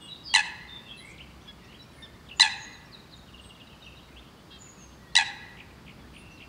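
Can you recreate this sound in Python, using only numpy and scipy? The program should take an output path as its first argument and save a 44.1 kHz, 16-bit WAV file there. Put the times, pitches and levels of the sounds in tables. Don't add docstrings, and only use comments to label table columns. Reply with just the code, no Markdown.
import sys
import numpy as np
from scipy import signal
from scipy.fft import rfft, irfft, next_fast_len
from scipy.io import wavfile
from scipy.ndimage import map_coordinates

SR = 44100
rng = np.random.default_rng(int(sys.argv[2]) if len(sys.argv) > 2 else 0)


def wrap_up_sound(samples):
    columns = np.atleast_2d(samples).T
    tamed = np.clip(columns, -1, 1)
    steps = np.round(tamed * 32767).astype(np.int16)
    wavfile.write(sys.argv[1], SR, steps)


N = 285768


def amp(db):
    return 10 ** (np.asarray(db) / 20)


def along(points, hz):
    point_hz, values = np.transpose(points)
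    return np.interp(np.log(hz + 1), np.log(point_hz), values)


def wobble(rate, size):
    return map_coordinates(rng.standard_normal(size // 16 + 4), [np.arange(size) * rate / SR])


def filtered(x, gain):
    size = x.shape[-1]
    padded = next_fast_len(size + 8192)
    return irfft(rfft(x, padded) * gain(np.fft.rfftfreq(padded, 1 / SR)), padded)[..., :size]


def resonate(x, gain):
    padded = 4 * len(x)
    cepstrum = irfft(np.log(gain(np.fft.rfftfreq(padded, 1 / SR)) + 1e-6), padded)
    fold = 1 + np.sign(padded / 2 - np.arange(padded))
    fold[0] = 1
    return irfft(rfft(x, padded) * np.exp(rfft(cepstrum * fold)), padded)[:len(x)]


def noise(gain, size):
    x = filtered(rng.standard_normal(size), gain)
    return x / np.sqrt(np.mean(x ** 2) + 1e-20)


def add(track, start_s, sound):
    start = max(round(start_s * SR), 0)
    part = track[start:start + len(sound)]
    part += sound[:len(part)]


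def air(rumble_db=-.5, hiss_db=-55.5, split_hz=500, drone_hz=62, drone_width_hz=5, drone_db=-7):
    # frequency_hz, relative_db
    spectrum = [(12, -41), (20, -22), (55, 1), (176, 3), (354, -5.5), (467, -11), (730, -15.5), (1140, -15),
                (2290, -24), (4120, -25), (4600, -23.5), (5590, -30.5), (12600, -39.5), (14400, -39.5),
                (15700, -39)]
    # time_s, gain_db
    drift = [(0.0, -54), (1.23, -52.5), (5.0, -54), (6.17, -50.5), (6.48, -52)]
    level = amp(np.interp(np.arange(N) / SR, *np.transpose(drift)))
    low_share = lambda f: 1 / (1 + (f / split_hz) ** 4)
    rumble = amp(rumble_db) * noise(lambda f: amp(along(spectrum, f)) * np.sqrt(low_share(f)), N)
    hiss = amp(hiss_db) * noise(lambda f: amp(along(spectrum, f)) * np.sqrt(1 - low_share(f)), N)
    drone = amp(drone_db) * noise(lambda f: 1 / (1 + ((f - drone_hz) / drone_width_hz) ** 2), N)
    return level * (rumble + drone) + hiss


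def note(length_s, start_hz, middle_hz, end_hz, db, trill=0, trill_hz=110, waver=.0075, flutter_db=3):
    t = np.arange(int(length_s * SR) + 2) / SR
    progress = np.clip(t / length_s, 0, 1)
    glide = np.polyval(np.polyfit([0, .5, 1], [start_hz, middle_hz, end_hz], 2), progress)
    pitch = glide * (1 + trill * np.sin(2 * np.pi * trill_hz * t) + waver * wobble(160, len(t)))
    swell = np.sqrt(np.abs(np.sin(np.pi * progress))) * amp(flutter_db * wobble(83.5, len(t)))
    return amp(db) * swell * np.sin(2 * np.pi * np.cumsum(pitch) / SR)


def far_whistles(trim_db=-4):
    # start_s, length_s, start_hz, end_hz, relative_db, trill_share_of_pitch
    whistles = [ (0, 0.098, 8190, 8030, -59, .018), (0, 0.09, 3470, 3340, -48.5, 0.03),
                (0, 0.12, 2890, 2844, -51.5, 0.026), (0.08, 0.083, 3950, 3710, -41, 0.025),
                (0.232, 0.12, 5050, 4260, -40, 0.043), (0.283, 0.089, 3284, 3240, -42.5, .005),
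                (0.679, .13, 3634, 3544, -45, 0.025), (0.813, .16, 2748, 2645, -51.5, 0.022),
                (0.88, 0.051, 3246, 3310, -43.5, 0.043), (0.962, 0.064, 9920, 10100, -60, 0.019),
                (.964, 0.052, 4010, 3930, -48, .02), (0.981, .17, 1996, 2444, -50.5, 0.034),
                (1.029, 0.099, 8700, 7500, -60.5, 0.084), (1.607, 0.11, 1940, 1880, -59.5, 0.053),
                (1.78, 0.044, 3990, 3890, -53, 0.0088), (1.9, 0.23, 1810, 1782, -59, 0.014),
                (1.914, .14, 9150, 10060, -66, 0.025), (2.359, 0.12, 6930, 6930, -47, .02),
                (2.559, 0.12, 6730, 6520, -49, .012), (3.404, 0.098, 8260, 8150, -58.5, 0.018),
                (4.583, 0.14, 7090, 6710, -51, 0.016), (4.775, 0.13, 6500, 6330, -55, 0.005),
                (4.983, .21, 1945, 1852, -61, 0.0032), (6.136, 0.33, 2760, 2710, -53, 0.012)]
    track = np.zeros(N)
    for start_s, length_s, start_hz, end_hz, db, trill in whistles:
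        middle_hz = (start_hz + end_hz) / 2
        add(track, start_s, note(length_s, start_hz, middle_hz, end_hz, db + trim_db, trill))
    return track


def chorus(count=90, centre_hz=3500, typical_s=.04, level_db=-64):
    track = np.zeros(N)
    for when, (stretch, height, bend) in zip(rng.random(count), rng.standard_normal((count, 3))):
        length_s = typical_s * np.exp(.3 * stretch)
        hz, glide = centre_hz * np.exp(.3 * height), np.exp(.12 * bend)
        add(track, when * N / SR, note(length_s, hz * glide, hz, hz / glide, level_db, trill=.018))
    return track


def effort(t, hold_s, opening=.56, attack_s=.009, release_s=.00886):
    attack = min(opening + (1 - opening) * t / attack_s, 1)
    return attack * np.exp(-max(t - hold_s, 0) / release_s)


def syrinx_burst(length_s, hz, odd_db, high_odd_db, bright_db, rough):
    # frequency_hz, gain_db
    throat = [(520, -26), (860, -2.5), (1300, -11.5), (1700, 2), (2020, 3), (2280, -4), (2600, -0.5),
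              (3350, -1), (4050, 5), (4550, -8), (5350, -12.5), (6000, -9.5), (8700, -15), (13000, -49.5)]
    size = SR // 25
    t = (np.arange(size) - size / 2) / SR
    half_s = length_s / 2
    skewed_time = t / half_s * (1 - .22 * np.sign(t))
    swell = np.exp(-1.45 * skewed_time ** 2)
    stir = amp(-22) * np.exp(-((t + half_s + .001) / .001) ** 2)
    linger = amp(-17) * np.exp(-((t - half_s - .0018) / .002) ** 2)
    sag = .24 * (1 - np.exp(-(t / (half_s + .0018)) ** 4))
    pitch = hz * (1 - sag) * (1 + .026 * rough * wobble(1045, size))
    phase = 2 * np.pi * np.cumsum(pitch) / SR
    tone = np.zeros(size)
    for k in range(1, 14):
        weight_db = (odd_db if k < 5 else high_odd_db) * (k % 2)
        envelope = swell + (stir + linger) * (k in (2, 4))
        scatter = .7 * rng.standard_normal() + .45 * rough * wobble(600, size)
        flutter_db = 7.5 * rough * wobble(516.4, size)
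        tone += amp(weight_db + flutter_db) * envelope * np.sin(k * phase + scatter)
    rasp = amp(2) * rough * noise(lambda f: f / (f + 3000), size) * np.exp(-(skewed_time + .31) ** 2)
    treble_db = lambda f: bright_db * np.clip((f - 2600) / 1100, 0, 1)
    return resonate(tone + rasp, lambda f: amp(along(throat, f) + treble_db(f)))


def coot(break_effort=.76, break_width=.15, drag_s=.0005, slack_db=-8, clear_db=2.5,
         fade_from_s=.054, fade_db_per_s=260, dulling_db_per_s=201):
    # start_s, burst_count, spacing_s, top_pitch_hz, base_level_db, full_effort_until_s,
    # clear_odd_harmonics_db, hoarse_odd_harmonics_db, base_brightness_db
    calls = [ (.341, 7, 0.01, 1027, -18, .017, -22, 3.5, -0.5),
             (2.3988, 8, 0.0099, 1017, -19, .0205, -19, 3.5, 3),
             (5.155, 7, .0107, 996.5, -19.5, .0205, -7, 4.5, 1)]
    track = np.zeros(N)
    for start_s, count, gap_s, top_hz, db, hold_s, clear_odd_db, hoarse_odd_db, bright_db in calls:
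        for k in range(round(count)):
            t = k * gap_s + drag_s * max(k - 3, 0) ** 2
            push = effort(t, hold_s)
            clear = np.clip((push - break_effort) / break_width, 0, 1)
            hoarseness = .41 + .6 * push
            fade_db = fade_db_per_s * max(t - fade_from_s, 0)
            level = amp(db + slack_db * (1 - push) + clear_db * clear - fade_db)
            burst = syrinx_burst(length_s=.00441 + .1 * t,
                                 hz=top_hz * (.83 + .17 * push),
                                 odd_db=clear * clear_odd_db + (1 - clear) * hoarse_odd_db,
                                 high_odd_db=-clear,
                                 bright_db=bright_db + 5 - dulling_db_per_s * t,
                                 rough=clear * .27 + (1 - clear) * hoarseness)
            add(track, start_s + t - len(burst) / SR / 2, level * burst)
    return track


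def chips_and_chups(flick_db=-6.5, arch_delay_s=.023, arch_fade_db=-8.5,
                    chup_db=-1.5, flick_gap_s=.0148, scratch=.05):
    # start_s, base_level_db
    chips = [(1.179, -44), (1.718, -47.5), (2.287, -39.5)]
    chups = [(5.57, -43.5), (5.862, -44), (6.133, -44.5), (6.389, -43.5)]
    # length_s, start_hz, middle_hz, end_hz
    chip_flick = (0.019, 4300, 2800, 2180)
    chip_arch = (0.025, 2650, 3100, 2180)
    chup_flick = (.011, 3470, 2620, 2140)
    stresses = [-5.5, -0.5, 2.5, -11]
    track = np.zeros(N)
    for start_s, db in chips:
        add(track, start_s, note(*chip_flick, db + flick_db, waver=scratch))
        arch = note(*chip_arch, db, waver=scratch)
        fade = amp(arch_fade_db * np.linspace(-.5, .5, len(arch)))
        add(track, start_s + arch_delay_s, arch * fade)
    for start_s, db in chups:
        for k, stress_db in enumerate(stresses):
            flick = note(*chup_flick, db + chup_db + stress_db, waver=scratch)
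            add(track, start_s + k * flick_gap_s, flick)
    return track


def far_waterbird(growl_hz=530, rasp_db=-6):
    # start_s, length_s, pitch_hz, fall_share_of_pitch, level_db, hoarseness_0_to_1
    yelps = [(1.476, 0.046, 1690, 0.069, -42, 0.13), (2.021, 0.05, 1815, 0.28, -42.5, 0.05),
             (4.504, 0.091, 1625, 0.094, -46.5, 0.73)]
    # harmonic_number, gain_db
    partials = [(1, -14), (2, 0), (3, -16.5)]
    track = np.zeros(N)
    for start_s, length_s, hz, fall, db, hoarse in yelps:
        t = np.arange(int(length_s * SR)) / SR
        progress = t / length_s
        pitch = hz * (1 - fall * progress ** 5 + .005 * wobble(300, len(t)))
        phase = 2 * np.pi * np.cumsum(pitch) / SR
        tone = sum(amp(gain_db) * np.sin(k * phase) for k, gain_db in partials)
        growl = 1 + hoarse * np.sin(2 * np.pi * growl_hz * t + .94 * wobble(200, len(t)))
        rasp = hoarse * amp(rasp_db) * noise(lambda f: np.exp(-((f - 3900) / 600) ** 2), len(t))
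        swell = np.sin(np.pi * progress ** .6)
        add(track, start_s, amp(db) * swell * (tone * growl + rasp))
    return track


def finch(first_note_db=-5.5, tilt_db_per_octave=30, echo_s=.056, echo_db=-10):
    # start_s, note_count, spacing_s, length_s, start_hz, end_hz, base_level_db
    runs = [ (2.72, 3, .194, 0.05, 5280, 3686, -45.5), (3.268, 7, .0547, .028, 4200, 2764, -48),
            (3.669, 3, 0.15, 0.021, 4020, 3680, -49), (3.693, 3, .146, 0.025, 2620, 3300, -53.5),
            (3.716, 2, .143, 0.017, 3060, 2595, -45.5), (4.159, 1, 0, .046, 2504, 3640, -50.5)]
    track = np.zeros(N)
    for start_s, count, gap_s, length_s, start_hz, end_hz, db in runs:
        middle_hz = end_hz + .249 * (start_hz - end_hz)
        rise_db = tilt_db_per_octave * np.log2(start_hz / end_hz)
        for k in range(round(count)):
            sound = note(length_s, start_hz, middle_hz, end_hz, db + first_note_db * (k == 0), waver=.012)
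            sound *= amp(rise_db * np.linspace(-.7, .3, len(sound)))
            add(track, start_s + k * gap_s, sound)
            add(track, start_s + k * gap_s + echo_s, amp(echo_db) * sound)
    return track


def banks(x, reeds_db=15, reeds_t60_s=.073, echo_s=.1034, echo_width_s=.013, echo_db=2):
    # frequency_hz, t60_s
    decay = [(800, 1.4), (2000, 1.24), (4000, 0.84), (8000, 0.5), (14000, 0.1)]
    # frequency_hz, gain_db
    colour = [(800, 4), (2000, 6), (2900, 2.5), (4000, 1), (5200, 1), (8000, 2.5), (14000, 11)]
    hz, t, scatter = signal.stft(rng.standard_normal(SR), SR, nperseg=256)
    reeds = amp(reeds_db - 60 * t / reeds_t60_s)
    far_bank = 1 + amp(echo_db) * np.exp(-((t - echo_s) / echo_width_s) ** 2)
    trees = amp(-60 * t / along(decay, hz)[:, None])
    tail = signal.istft(scatter * (trees * far_bank + reeds) * (t > 0), SR, nperseg=256)[1]
    tail = filtered(tail / np.linalg.norm(tail), lambda f: amp(along(colour, f)))
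    return signal.fftconvolve(x, tail)[:N]


def scene(water_wet_db=-12, whistle_wet_db=1, song_wet_db=-3, chip_wet_db=-7,
          echo_side_db=-30, air_side_db=-37, self_noise_db=-87):
    piks, yelps = coot(), far_waterbird()
    whistles, song, chips = far_whistles(), finch(), chips_and_chups()
    from_water = amp(water_wet_db) * (piks + yelps)
    from_trees = amp(whistle_wet_db) * whistles + amp(song_wet_db) * song + amp(chip_wet_db) * chips
    from_trees += chorus()
    direct = piks + yelps + whistles + song + chips
    mid = direct + banks(from_water) + banks(from_trees) + air()
    side = amp(echo_side_db) * banks(piks + whistles) + amp(air_side_db) * air()
    side += amp(self_noise_db) * rng.standard_normal(N)
    return np.array([mid + side, mid - side])


def record(dry, top_hz=15750):
    return filtered(dry, lambda hz: hz < top_hz)


dry = scene()
out = record(dry)
wrap_up_sound(out)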